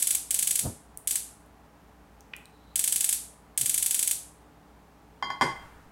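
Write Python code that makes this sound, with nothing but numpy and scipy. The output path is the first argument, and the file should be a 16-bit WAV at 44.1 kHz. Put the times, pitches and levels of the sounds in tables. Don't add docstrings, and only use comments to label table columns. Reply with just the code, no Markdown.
import sys
import numpy as np
from scipy import signal
from scipy.fft import rfft, irfft
from scipy.io import wavfile

SR = 44100
rng = np.random.default_rng(int(sys.argv[2]) if len(sys.argv) > 2 else 0)


def unload_wav(signal):
    wavfile.write(
        sys.argv[1],
        SR,
        np.round(np.clip(np.atleast_2d(signal).T, -1, 1) * 32767).astype(np.int16),
    )


N = 260675
LEAD = SR // 2
TIME = np.arange(-LEAD, N) / SR

# (start [s], sparks [count], pair period [s], near level [dB], far level [dB])
SPARK_BURSTS = [(-0.0117, 4, .0832, 1.8, .8), (0.1491, 1, .0832, 0.3, 1.8), (0.3075, 8, .0828, 1.7, .8),
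                (1.0735, 3, .083, .5, -1.5), (2.7573, 10, .08345, 2.4, -.1), (3.5763, 14, .0832, 2.1, -.5)]
# (delay [s], gain [dB])
NEAR_PATHS = [(0, -4.5), (.00031, -16.5), (.00061, -11), (.00091, -7.5), (.00121, -11)]
FAR_PATHS = [(.0019, -10), (.0033, -4), (.0043, -3.5), (.0054, -7.5)]
WALL_ECHOES = [(0.0134, -20), (0.018, -22.5), (0.0203, -15)]
# (frequency [Hz], gain [dB])
NEAR_SNAP_EQ = [(200, -37.5), (1300, -25), (1650, -10), (2300, -8.5), (3300, -7), (5000, -12), (6800, -13),
                (8100, 7), (9000, -2), (9800, 2), (11500, -3.5), (13000, -5.5), (16000, -9.5)]
FAR_SNAP_EQ = [(200, -30), (1200, -25), (2000, -12), (3300, -7.5), (5000, -8.5), (6500, -4), (8300, 1.5),
               (10500, 2.5), (13000, -5), (16000, -20)]
ROOM_SNAP_EQ = [(200, -30.5), (1200, -27), (1800, -20.5), (3300, -13.5), (5200, -11), (7000, -5), (8400, 0),
                (10300, -1.5), (12500, -7), (16000, -15.5)]
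# (frequency [Hz], gain [dB], t60 [s])
CAP_MODES = [(1673, -45.5, .04), (2382, -41.5, 0.037), (2945, -37, 0.027), (3236, -38, 0.026),
             (4270, -41.5, 0.019), (4800, -38, 0.012), (7960, -27.5, 0.017), (8720, -29, 0.043),
             (9200, -30, 0.037), (10700, -34, .04)]
# (frequency [Hz], t60 [s])
KITCHEN_T60 = [(150, 0.47), (1500, 0.46), (4000, 0.4), (8500, 0.4), (11500, 0.39), (13000, .27),
               (16000, .22)]
# (frequency [Hz], gain [dB])
VENTILATION_EQ = [(15, -44), (25, -26), (40, -19.5), (55, -2), (72, -14), (90, -10.5), (164, -14),
                  (188, -10), (297, -12.5), (322, -17.5), (433, -15.5), (469, -18.5), (826, -14.5),
                  (2560, -30.5), (3930, -35.5), (6210, -38), (15500, -42)]
# (frequency [Hz], rms level [dB])
HUM_TONES = [(59.6, -62.5), (162, -67.5), (297, -68), (436, -71.5), (818, -72.5)]
# (time [s], rumble energy [dB], boom energy [dB], boom pitch [Hz], rise [s], t60 [s])
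GAS_THUMPS = [(0.661, 1.5, -12.5, 124.4, 0.013, 0.21), (3.629, -16.5, -13.5, 127, .02, 0.31)]
# (frequency [Hz], gain [dB])
RUMBLE_EQ = [(25, -28), (45, -14), (65, -2), (130, -4.5), (220, -9), (330, -14.5), (480, -15.5),
             (800, -21.5), (1400, -32.5), (4000, -62)]
# (time [s], energy [dB], pitch [Hz], t60 [s])
TINY_TICKS = [(0.9743, -11.5, 9100, 0.0016), (1.4625, -41, 10900, 0.0019), (2.2076, -29.5, 6030, 0.0021),
              (2.3652, -21.5, 7900, .0007), (2.4558, -30.5, 8500, .003), (2.4566, -29.5, 3970, .008)]
# (time [s], energy [dB])
KNOB_CLICKS = [(2.3352, -17), (2.3372, -11.5)]
# (frequency [Hz], gain [dB], t60 [s])
KNOB_MODES = [(1880, -3, 0.0069), (2180, -6, 0.013), (2490, 1.5, 0.0078), (3100, 0.5, 0.0029),
              (5200, -15, 0.0026)]
# (start [s], rise [s], hold [s], fall [s], rms level [dB])
JET_SWELL = (2.36, 0.3, 0.45, 0, -70.5)
# (time [s], pan ring [dB], grate clank [dB], hob-top clunk [dB],
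# contact brightness [Hz], ring length [x modal t60])
PAN_HITS = [(5.2254, -33.5, -7, -13, 2500, 1.22), (5.3027, -40, -9, -16.5, 5000, 0.76),
            (5.4111, -33, 1.5, 4.5, 9000, 0.8), (5.4188, -28, -10, -5.5, 12000, 0.57),
            (5.424, -33, -2.5, -1, 3960, 0.67)]
# (frequency [Hz], gain [dB], t60 [s], split of the mode pair [Hz])
PAN_MODES = [(754, -13, .18, 7.6), (808, -16.5, 0.22, 4.7), (876, -10.5, 0.52, 10.4), (927, -8.5, 0.13, 11),
             (1096, 3.5, 0.31, 3.3), (1440, -10, 0.17, 14), (1670, -17, 0.1, 14), (2068, 2, 0.31, 19.8),
             (3206, 0.5, 0.41, 1.8), (4140, -16, 0.26, 72), (4290, -17, 0.19, 50), (4851, -1, 0.16, 54),
             (5550, -10, 0.14, 44), (6705, -8.5, 0.12, 91), (7150, -17, 0.13, 54), (7880, -31, .15, 350),
             (8670, -20, 0.18, 55), (9006, -23, 0.19, 90), (9771, -33, 0.14, 110), (10470, -25, .16, 140),
             (11650, -21, .14, 250)]
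# (frequency [Hz], gain [dB])
CLANK_EQ = [(200, -38), (560, -16.5), (800, 0), (1080, 0), (1200, -17), (1330, -17), (1450, -5), (1700, -7),
            (2200, -12.5), (3000, -23), (5000, -32), (9000, -33), (15000, -45)]
HOB_EQ = [(50, -47), (110, 5.5), (190, 1.5), (260, -3), (400, 3.5), (600, -10), (950, 0.5), (1100, -4),
          (1220, -17), (1350, -14), (1750, -3), (3000, -27.5), (9000, -18.5), (15000, -42)]
# (start [s], rise [s], hold [s], fall [s], rms level [dB])
FLAME_SWELL = (5.5, 0.07, .08, .35, -51.5)
# (frequency [Hz], gain [dB])
FLAME_EQ = [(25, 7), (50, -4.5), (120, -2.5), (300, -16.5), (800, -14.5), (1400, -9), (3000, -24),
            (5000, -30), (9000, -29.5), (15000, -37)]


def from_db(db):
    return 10 ** (np.asarray(db) / 20)


def unit_energy(x):
    return x / np.sqrt(np.sum(x ** 2) + 1e-20)


def at_hz(points, hz):
    frequencies, values = np.transpose(points)
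    return np.interp(np.log(np.maximum(hz, 1)), np.log(frequencies), values)


def through(x, response):
    return signal.oaconvolve(x, response)[:len(x)]


def equalise(x, curve, size=4096):
    gain = from_db(at_hz(curve, np.fft.rfftfreq(size, 1 / SR)))
    cepstrum = irfft(np.log(gain))
    cepstrum[1:size // 2] *= 2
    cepstrum[size // 2 + 1:] = 0
    return through(x, unit_energy(irfft(np.exp(rfft(cepstrum)))))


def clicks(times, db):
    at = np.round(np.atleast_1d(times) * SR).astype(int) + LEAD
    return np.bincount(np.clip(at, 0, len(TIME) - 1), np.atleast_1d(from_db(db)), len(TIME))


def decay(t, t60):
    return np.exp(-np.log(1000) * t / t60)


def envelope(start, rise, hold, fall, db):
    return from_db(db) * np.interp(TIME, start + np.cumsum([0, rise, hold, fall]), [0, 1, 1, 0])


def ring(x, hz, t60):
    radius, angle = from_db(-60 / (t60 * SR)), 2 * np.pi * hz / SR
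    return signal.lfilter([0, np.sin(angle)], [1, -2 * radius * np.cos(angle), radius ** 2], x + 1e-18)


def scatter(t60):
    t = np.arange(SR // 2) / SR
    return unit_energy(rng.standard_normal(len(t)) * decay(t, t60))


def kitchen(x, onset_s=0.0044, bands=12, top_hz=16400):
    t = np.arange(SR // 2) / SR
    hz, white = np.fft.rfftfreq(len(t), 1 / SR), rfft(rng.standard_normal(len(t)))
    centres, tail = np.linspace(0, top_hz, bands), 0
    for centre, share in zip(centres, np.eye(bands)):
        band = irfft(white * np.interp(hz, centres, share), len(t))
        tail += band * decay(t, at_hz(KITCHEN_T60, centre))
    fade_in = np.clip(2 * t / onset_s - 1, 0, 1)
    return through(x, unit_energy(tail * fade_in))


def spark_rhythm(pair_gap_s=.0359):
    return [(start + k // 2 * period + k % 2 * pair_gap_s, near_db, far_db)
            for start, count, period, near_db, far_db in SPARK_BURSTS for k in range(count)]


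def igniter(near_gain_db=2.5, room_db=-6.0, grate_t60=0.0046, burners=3):
    times, near_db, far_db = np.transpose(spark_rhythm())

    def arcs(delay, db):
        wander_s, wander_db = (rng.standard_normal((len(times), 2)) * [1.5e-5, .8]).T
        return clicks(times + delay + wander_s, db + wander_db)

    near = sum(arcs(delay, near_db + db) for delay, db in NEAR_PATHS)
    near += sum(from_db(db) * np.roll(near, round(delay * SR)) for delay, db in WALL_ECHOES)
    far = sum(through(arcs(delay, far_db + db), scatter(grate_t60)) for delay, db in FAR_PATHS)
    caps = sum(from_db(db) * ring(arcs(0, near_db + 2 * rng.standard_normal(len(times))), hz, t60)
               for hz, db, t60 in CAP_MODES)
    room = sum(kitchen(arcs(0, (near_db + near_db.mean()) / 2), onset_s=.007) for _ in range(burners))
    snaps = from_db(near_gain_db) * equalise(near, NEAR_SNAP_EQ) + equalise(far, FAR_SNAP_EQ)
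    return snaps + caps + from_db(room_db) * equalise(room, ROOM_SNAP_EQ)


def room_tone(ventilation_db=-56.53):
    air = from_db(ventilation_db) * equalise(rng.standard_normal(len(TIME)), VENTILATION_EQ)
    hum = sum(np.sqrt(2) * from_db(db) * np.sin(2 * np.pi * (hz * TIME + rng.random()))
              for hz, db in HUM_TONES)
    return air + hum


def gas_thumps():
    rumble = equalise(rng.standard_normal(len(TIME)), RUMBLE_EQ)
    thumps = 0
    for time, rumble_db, boom_db, boom_hz, rise, t60 in GAS_THUMPS:
        t = TIME - time
        swell = np.exp(np.minimum(t / rise, -np.log(1000) * t / t60))
        boom = np.sin(2 * np.pi * boom_hz * t)
        thumps += from_db(rumble_db) * unit_energy(rumble * swell)
        thumps += from_db(boom_db) * unit_energy(boom * swell)
    return thumps


def ticks_and_knob(tick_room_db=-9.0, knob_room_db=-7.0):
    bass_cut = np.array([1, -2, 1])
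    ticks, knob = 0, 0
    for time, db, hz, t60 in TINY_TICKS:
        ping = ring(clicks(time, 0), hz, t60)
        ticks += from_db(db) * unit_energy(through(ping, bass_cut))
    for time, click_db in KNOB_CLICKS:
        body = sum((-1) ** k * from_db(db) * ring(clicks(time, 0), hz, t60)
                   for k, (hz, db, t60) in enumerate(KNOB_MODES))
        knob += from_db(click_db) * unit_energy(body)
    return ticks + knob + kitchen(from_db(tick_room_db) * ticks + from_db(knob_room_db) * knob)


def gas_jet(whistle_hz=3950, t60=0.014):
    whistle = ring(rng.standard_normal(len(TIME)), whistle_hz, t60)
    return envelope(*JET_SWELL) * whistle / whistle.std()


def pan_ring(length, twin_db=-8.0):
    t = np.arange(SR) / SR
    modes = 0
    for k, (hz, db, t60, split) in enumerate(PAN_MODES):
        pair = np.sin(2 * np.pi * hz * t) + from_db(twin_db) * np.sin(2 * np.pi * (hz + split) * t)
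        modes += (-1) ** k * from_db(db) * decay(t, t60 * length) * pair
    return modes


def pan_on_grate(clank_t60=0.036, hob_t60=0.34, knock_db=-1.0, room_db=-5.5):
    rings, clanks, clunks = 0, 0, 0
    for time, ring_db, clank_db, clunk_db, contact_hz, length in PAN_HITS:
        softness = np.exp(-2 * np.pi * contact_hz / SR)
        blow = signal.lfilter([1 - softness], [1, -softness], clicks(time, 0) + 1e-18)
        rings += from_db(ring_db) * through(blow, pan_ring(length))
        clanks += from_db(clank_db) * blow
        clunks += from_db(clunk_db) * blow
    grate = equalise(through(clanks, scatter(clank_t60)) + from_db(knock_db) * clanks, CLANK_EQ)
    hob = equalise(through(clunks, scatter(hob_t60)), HOB_EQ)
    return rings + grate + hob + kitchen(from_db(room_db) * (rings + grate))


def flame():
    return envelope(*FLAME_SWELL) * equalise(rng.standard_normal(len(TIME)), FLAME_EQ)


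def scene():
    mix = igniter() + ticks_and_knob() + gas_jet() + gas_thumps() + pan_on_grate() + room_tone() + flame()
    return mix[None, LEAD:]


def record(dry, ceiling=.36, lowpass_hz=15800):
    rounded = dry / (1 + (dry / ceiling) ** 4) ** (1 / 4)
    return signal.sosfilt(signal.ellip(8, .1, 70, lowpass_hz, fs=SR, output="sos"), rounded)


dry = scene()
out = record(dry)
unload_wav(out)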